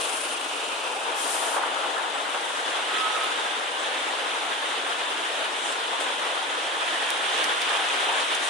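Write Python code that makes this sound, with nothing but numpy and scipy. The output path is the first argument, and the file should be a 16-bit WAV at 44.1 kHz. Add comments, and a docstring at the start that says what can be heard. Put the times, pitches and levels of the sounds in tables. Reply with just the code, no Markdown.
"""A river pours over a weir in a town: noise and sparse drops, shaped by band into a roar with fine spray.
In the street a heavy vehicle lets off air (hiss puffs), its brakes sing (trembling sines) and something
knocks (noise bursts). Close by, small ticks are impulses with a rustle; a faint whirr of pulsed hiss and
two sine peeps of a bird lie behind. A short side echo widens the stereo; the treble ends at 15.3 kHz."""
import sys
import numpy as np
from scipy import signal
from scipy.fft import rfft, irfft, next_fast_len
from scipy.io import wavfile
from scipy.ndimage import uniform_filter1d

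SR = 44100
rng = np.random.default_rng(int(sys.argv[2]) if len(sys.argv) > 2 else 0)


def dump(signal):
    """Clip the signal to [-1, 1] and save it as 16-bit WAV at the path in sys.argv[1]."""
    limited = np.clip(np.atleast_2d(signal).T, -1, 1)
    pcm = np.round(limited * 32767).astype(np.int16)
    wavfile.write(sys.argv[1], SR, pcm)


N = 374661
T = np.arange(N) / SR

# brake grabs on the high and the low note: (start [s], length [s], level [dB])
HIGH_GRABS = [(0, 0.055, -43), (0.077, .05, -50), (0.112, 0.065, -42), (0.19, .064, -43),
              (.305, 0.042, -44)]
LOW_GRABS = [(2.85, 0.075, -41), (2.915, 0.065, -36), (2.97, 0.105, -29.5), (3.08, .055, -38.5),
             (3.135, 0.035, -32), (3.185, .06, -35), (3.33, .16, -45.5)]


def gain_of(db):
    """Amplitude factor of a level in dB."""
    return 10 ** (np.asarray(db) / 20)


def evened(x):
    """Scales x to an RMS of 1."""
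    return x / np.sqrt(np.mean(x ** 2) + 1e-20)


def smoothed(x, size, axis=-1):
    """Running mean over size samples."""
    return uniform_filter1d(x, size=size, axis=axis)


def curve(points, t):
    """Value at times t, linear between (time, value) points."""
    return np.interp(t, *np.transpose(points))


def read(points, hz):
    """A spectrum's value between its points, on a log-frequency axis."""
    point_hz, value = np.transpose(points)
    return np.interp(np.log(hz + 1), np.log(point_hz + 1), value)


def coloured(x, points):
    """Zero-phase filter to a spectrum, with a steep fall below half its first frequency."""
    size = next_fast_len(x.shape[-1])
    hz = np.fft.rfftfreq(size, 1 / SR)
    bass_cut = hz ** 3 / (hz ** 3 + (points[0][0] / 2) ** 3)
    spectrum = rfft(x, size) * gain_of(read(points, hz)) * bass_cut
    return irfft(spectrum, size)[..., :x.shape[-1]]


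def panned(x, left_db):
    """Makes the left ear louder than the right by left_db."""
    return x * gain_of([[left_db / 2], [-left_db / 2]])


def pair(size, width):
    """Stereo noise, partly shared by the two channels."""
    mid, side = rng.standard_normal((2, size))
    return np.array([mid + width * side, mid - width * side])


def add(mix, start_s, sound):
    """Mixes a stereo sound in at start_s."""
    part = mix[:, round(start_s * SR):][:, :sound.shape[1]]
    part += sound[:, :part.shape[1]]


def envelope(t, length_s, attack_s, release_s):
    """Rises linearly from t = 0, holds until length_s, then decays exponentially."""
    rise = np.clip(t / attack_s, 0, 1)
    return rise * np.exp(-np.maximum(t - length_s, 0) / release_s)


def burst(shape, colour, width):
    """Coloured noise under an envelope, scaled by the RMS of the same noise unshaped."""
    noise = pair(len(shape), width)
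    return coloured(noise * shape, colour) / np.std(coloured(noise, colour))


def whirr(beat_hz=25.4, puff_width_cycles=0.21):
    """Soft puffs of treble hiss in quick, even succession, to the left."""
    # (time [s], level [dB])
    whirr_level = [(0, -40.5), (.45, -48.5), (1.6, -53), (4.4, -55), (5.7, -55), (8.5, -48)]
    # (frequency [Hz], relative density [dB per Hz])
    whirr_colour = [(2500, 2), (4200, -4.5), (6500, -2.5), (9300, 1.5), (10400, -5.5), (11600, -23),
                    (14500, -48)]
    phase = (T * beat_hz + .1) % 1
    puffs = np.exp(-((phase - .5) / puff_width_cycles) ** 2)
    hiss = evened(coloured(pair(N, width=0.38) * puffs, whirr_colour))
    return panned(hiss * gain_of(curve(whirr_level, T)), left_db=12.5)


def peeps(fall_share=0.014, waver_rms_hz=90):
    """Thin, slightly falling notes of a far bird: sines with a wavering pitch."""
    # (start [s], mid pitch [Hz], length [s], peak level [dB])
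    peep_notes = [(2.13, 7750, 0.049, -43), (3.78, 8000, 0.055, -43)]
    out = np.zeros((2, N))
    for start_s, pitch_hz, length_s, db in peep_notes:
        u = np.linspace(0, 1, int(length_s * SR))
        tremble = evened(smoothed(rng.standard_normal(SR), size=40))[:len(u)]
        hz = pitch_hz * (1 - fall_share * (u - .5)) + waver_rms_hz * tremble
        note = np.sin(2 * np.pi * np.cumsum(hz) / SR)
        add(out, start_s, panned(gain_of(db) * note * np.sin(np.pi * u), left_db=4))
    return out


def knocks():
    """Distant blows, smeared by the stone fronts of the street into decaying noise bursts."""
    # (start [s], level [dB], rise time constant [s], 60 dB decay time [s])
    blows = [(1.253, -30, 0.0028, 0.17), (1.32, -34, .005, 0.33), (1.472, -26, .003, 0.17),
             (1.53, -33, .005, .3), (1.562, -22, 0.0019, 0.18), (1.612, -26, .004, 0.33),
             (1.82, -25.5, .008, .2), (1.962, -24, 0.0053, .22), (2.035, -24, .007, 0.18),
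             (2.14, -29, .003, 0.29), (2.24, -30, .006, 0.17), (2.338, -24.5, 0.007, .22),
             (2.485, -28, 0.0081, .22), (2.782, -25, .005, 0.16), (3.145, -28.5, .002, 0.36),
             (7.7, -28, .002, .2), (7.79, -29, .002, 0.17)]
    # (frequency [Hz], relative density [dB per Hz])
    knock_colour = [(150, -64), (450, 6), (800, 9.5), (1150, 10.5), (1600, 7.5), (2300, -6), (3500, -32),
                    (5000, -57)]
    out, t = np.zeros((2, N)), T[:SR // 2]
    lead = SR // 50  # silence ahead: room for the filter's pre-ringing
    for start_s, db, rise_s, t60_s in blows:
        decay = gain_of(-60 * t / t60_s)
        shape = np.pad(decay * (1 - np.exp(-t / rise_s)), (lead, 0))
        knock = gain_of(db) * burst(shape, knock_colour, width=0.56)
        add(out, start_s - lead / SR, panned(knock, left_db=-1.0))
    return out


def squeal_note(hz, waver_rms_hz):
    """A brake's mode: a sine of RMS 1 with a slight tremble in its pitch."""
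    tremble = evened(smoothed(rng.standard_normal(N), size=300))
    return np.sqrt(2) * np.sin(2 * np.pi * np.cumsum(hz + waver_rms_hz * tremble) / SR)


def squeals(rise_cycles=120, fall_cycles=18, street_db=-5.5, street_cycles=280):
    """Each grab of a brake builds up its mode anew; the street keeps the note ringing."""
    # (pitch at first grab [Hz], glide [Hz/s], RMS tremble [Hz], left against right [dB], grabs)
    brakes = [(9395, 130, 18, 15, HIGH_GRABS), (1283, -3, 3, -10, LOW_GRABS)]
    out = np.zeros((2, N))
    for pitch_hz, glide_hz_per_s, waver_hz, left_db, grabs in brakes:
        levels = []
        for start_s, length_s, db in grabs:
            t = T - start_s
            rise_s = min(rise_cycles / pitch_hz, length_s / 2)
            direct = gain_of(db) * envelope(t, length_s, rise_s, fall_cycles / pitch_hz)
            ring = gain_of(db + street_db) * envelope(t, length_s, length_s, street_cycles / pitch_hz)
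            levels.append(np.maximum(direct, ring))
        hz = pitch_hz + glide_hz_per_s * (T - grabs[0][0])
        out += panned(np.max(levels, axis=0) * squeal_note(hz, waver_hz), left_db)
    return out


def air_brake(attack_s=0.072, release_s=0.033, sag_db_per_s=10):
    """Compressed air hisses out to the left; each puff sags as its pressure drops."""
    # (start [s], length [s], level before sag [dB])
    puffs = [(-.1, 0.4, -36), (.34, 0.74, -44.5), (1.139, 0.42, -32.5), (1.275, 0.056, -38)]
    # (frequency [Hz], relative density [dB per Hz])
    air_colour = [(2500, -30), (4200, -5), (6500, -3.5), (8200, 0), (9500, 3.5), (10500, -4), (12000, -13),
                  (14000, -25), (15500, -40)]
    hiss = evened(coloured(pair(N, width=0.84), air_colour))
    flow = np.zeros(N)
    for start_s, length_s, db in puffs:
        t = T - start_s
        flow += gain_of(db - sag_db_per_s * t) * envelope(t, length_s, attack_s, release_s)
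    return panned(hiss * flow, left_db=6.5)


def ticks(rustle_rise_s=0.0015, ring_db=7, ring_width_hz=1000, dispersion=0.52):
    """A sharp impulse with a duller rustle after it; each rings in a broad resonance of its own."""
    # (start [s], snap gain [dB], rustle level [dB], rustle decay [s], resonance [Hz],
    #  dull above [Hz], left against right [dB])
    tick_events = [(3.234, -29, -35, .012, 10500, 13000, 7), (5.722, -26, -33, .008, 8300, 11500, -8),
                   (6.002, -45, -34.5, 0.052, 8200, 10500, 6), (7.105, -5, -38, .007, 8500, 15000, -12),
                   (7.437, -18, -31, .007, 10500, 12500, -10), (7.443, -6, -33, .006, 5400, 12500, -12),
                   (7.617, -14, -28, 0.008, 5160, 13000, -3), (8.346, -14, -28, .007, 9500, 10500, -8),
                   (8.351, -8, -30, .005, 6000, 11000, -3.5)]
    # (frequency [Hz], gain [dB])
    tick_colour = [(800, -10), (3000, 1), (6000, -2), (9000, -2), (11500, -8), (14000, -11), (15500, -28)]
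    # (frequency [Hz], relative density [dB per Hz])
    rustle_colour = [(800, -19), (3000, 10), (5500, -1), (9000, 0), (11500, -5), (15500, -38)]
    out, t = np.zeros((2, N)), T[:SR // 5]
    lead = SR // 100  # silence ahead: room for the filter's pre-ringing
    hz = np.geomspace(800, 15500, 60)
    # all-pass: the treble of a snap arrives just ahead of its bass
    impulse = signal.unit_impulse(lead + len(t), lead)
    impulse = signal.lfilter([-dispersion, 1], [1, -dispersion], impulse)
    for start_s, snap_db, rustle_db, rustle_s, ring_hz, dull_hz, left_db in tick_events:
        tone_db = ring_db * np.exp(-((hz - ring_hz) / ring_width_hz) ** 2)
        tone_db -= 10 * np.log10(1 + (hz / dull_hz) ** 16)
        snap = coloured(impulse, np.column_stack([hz, read(tick_colour, hz) + tone_db]))
        shape = np.pad(envelope(t, rustle_rise_s, rustle_rise_s, rustle_s), (lead, 0))
        rustle = burst(shape, np.column_stack([hz, read(rustle_colour, hz) + tone_db]), width=0.7)
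        tick = gain_of(snap_db) * snap + gain_of(rustle_db) * rustle
        add(out, start_s - lead / SR, panned(tick, left_db))
    return out


def drops(per_s, spread_db):
    """Sparse impacts of random sign, most of them small; RMS 1."""
    hits = rng.random((2, N)) < per_s / SR
    signs = rng.choice([-1, 1], (2, N))
    size_db = spread_db * np.minimum(rng.exponential(1, (2, N)), 4)
    return evened(hits * signs * gain_of(size_db))


def swells(hz, t):
    """The dB by which brief swells lift their part of the water's spectrum; the short lifts near 8 kHz are soft
    rustles close by."""
    # (peak time [s], half-length to 1/e [s], centre [Hz], half-width to 1/e [octaves], lift [dB])
    lifts = [(1.097, .05, 850, 0.98, 2), (1.42, 0.65, 690, 1, 1.9), (1.613, 0.048, 750, 0.76, 4.5),
             (2.5, 0.19, 8000, 1, 3), (3.163, 0.023, 8000, .7, 3.5), (5.647, 0.098, 7600, 0.46, 4.5),
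             (6.987, 0.11, 1790, 0.14, 4.5), (7.74, 0.042, 900, 0.44, 3), (8.14, 0.092, 680, 1, 3.5),
             (8.21, .025, 6500, 0.79, 3.5), (8.453, .03, 8000, 0.66, 7)]
    total_db = 0
    for peak_s, length_s, centre_hz, octaves, db in lifts:
        band = np.exp(-(np.log2((hz + 1) / centre_hz) / octaves) ** 2)
        total_db = total_db + db * np.outer(band, np.exp(-((t - peak_s) / length_s) ** 2))
    return total_db


def weir(level_db=-29, patchy_db=0.74, drop_share=0.37):
    """Countless bursting bubbles and drops; clumps of water fall unevenly over the sill."""
    # falling water, then spray: (frequency [Hz], relative density [dB per Hz])
    water_colour = [(30, -69), (70, -58), (125, -44.5), (200, -24), (290, -8), (390, -6.5), (475, -1.5),
                    (550, -2), (850, 1), (1100, -2.5), (1750, -3), (2300, -6)]
    spray_colour = [(3050, -2), (3550, -2.5), (4400, -15.5), (5200, -18), (7700, -19.5), (9400, -17.5),
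                    (10200, -22.5), (11500, -34), (14500, -66)]
    # (frequency [Hz], side against mid [dB], lean to the left [-1..1])
    spread = np.array([(60, 11, -0.029), (310, -21, 0.082), (550, -7, 0.29), (790, -9.5, 0.36),
                       (1020, 1.5, 0.32), (1530, 1.5, 0.36), (2000, -4.5, -0.05), (2600, -3.5, -0.42),
                       (3430, -6, 0.038), (4070, -1.5, 0.066), (9500, -2, 0.2)])
    # strength of the rush, used about its mean: (time [s], level [dB])
    rush = [(0.1, -32.5), (1.07, -33), (1.12, -32.5), (2.48, -33), (3.01, -30), (3.78, -32), (3.91, -31.5),
            (6.66, -31.5), (7.04, -30), (7.19, -30.5), (7.38, -28.5), (7.59, -30.5), (7.61, -28.5),
            (8.1, -29.5), (8.17, -29), (8.4, -29.5)]
    # the deep plunge follows the rush least: (frequency [Hz], response [dB per dB of rush])
    follow = [(500, 0.27), (900, 0.5), (1800, 1.3), (3000, 1.46), (8000, 1.16)]
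    # surges of large clumps: (frequency [Hz], RMS depth [dB])
    clumping = [(200, 1), (500, 0.5), (1500, 0.8), (3000, .5), (8000, 0.67)]
    # large bubbles gurgle in narrow bands, fine spray is smooth: (frequency [Hz], RMS depth [dB])
    gurgling = [(80, 6), (200, 1), (700, 1.22), (1500, 0.95), (3500, 0.84)]
    # a head close by colours the water until it moves off: (frequency [Hz], gain at share 1 [dB])
    head_colour = [(320, 1), (800, -1), (1400, 0), (1950, -6), (2600, 4.1), (3000, 0.7), (3500, -3),
                   (4400, 2), (7000, 1)]
    # (time [s], share [0..1])
    head_near = [(1.0, 0.83), (1.25, 0.27), (2.4, 0)]
    # slow drift between the ears: (time [s], left against right [dB])
    drift = [(.7, 0.5), (2.2, 2.5), (2.9, 0), (6, 0.8), (7.1, -1), (8.5, 0.5)]

    drive = rng.standard_normal((2, N)) + drop_share * drops(per_s=4000, spread_db=3)
    hz, t, (mid, other) = signal.stft(drive, SR, nperseg=1024, noverlap=768)
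    # the part of the side signal that follows the mid pulls the sound to one ear
    lean = np.clip(read(spread[:, ::2], hz), -1, 1)[:, None]
    side_gain = gain_of(read(spread[:, :2], hz))[:, None]
    side = side_gain * (lean * mid + np.sqrt(1 - lean ** 2) * other)

    rush_db = curve(rush, t)
    flow_db = np.outer(read(follow, hz), rush_db - rush_db.mean())
    head_db = np.outer(read(head_colour, hz), curve(head_near, t))
    # small clumps lift a patch of the spectrum, large ones the whole of it
    patches = smoothed(smoothed(rng.standard_normal(mid.shape), size=24, axis=0), size=6, axis=1)
    patches_db = patchy_db * evened(patches)
    surges = evened(smoothed(rng.standard_normal(len(t)), size=7))
    surges_db = np.outer(read(clumping, hz), surges)
    gurgle = smoothed(smoothed(rng.standard_normal(mid.shape), size=6, axis=1), size=4, axis=0)
    gurgle_db = read(gurgling, hz)[:, None] * evened(gurgle)
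    field = gain_of(flow_db + swells(hz, t) + head_db + gurgle_db + patches_db + surges_db)

    water = signal.istft(np.array([mid, side]) * field, nperseg=1024, noverlap=768)[1][:, :N]
    mid, side = coloured(water, water_colour + spray_colour)
    drift_db = np.outer([.5, -.5], curve(drift, T))
    return gain_of(level_db + drift_db) * np.array([mid + side, mid - side]) / np.std(mid)


def scene():
    """The weir, with the street and the small close sounds over it."""
    return whirr() + peeps() + knocks() + squeals() + air_brake() + ticks() + weir()


def record(dry, echo=0.26, edge_hz=15300):
    """Widens the stereo by repeating the side signal 2 ms later, then limits the treble."""
    delay = 89  # samples
    mid, side = (dry[0] + dry[1]) / 2, (dry[0] - dry[1]) / 2
    side = side + echo * np.pad(side, (delay, 0))[:N]
    low_pass = signal.firwin(511, edge_hz, window=("kaiser", 9), fs=SR)
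    return signal.oaconvolve(np.array([mid + side, mid - side]), low_pass[None], "same", axes=1)


dry = scene()
out = record(dry)
dump(out)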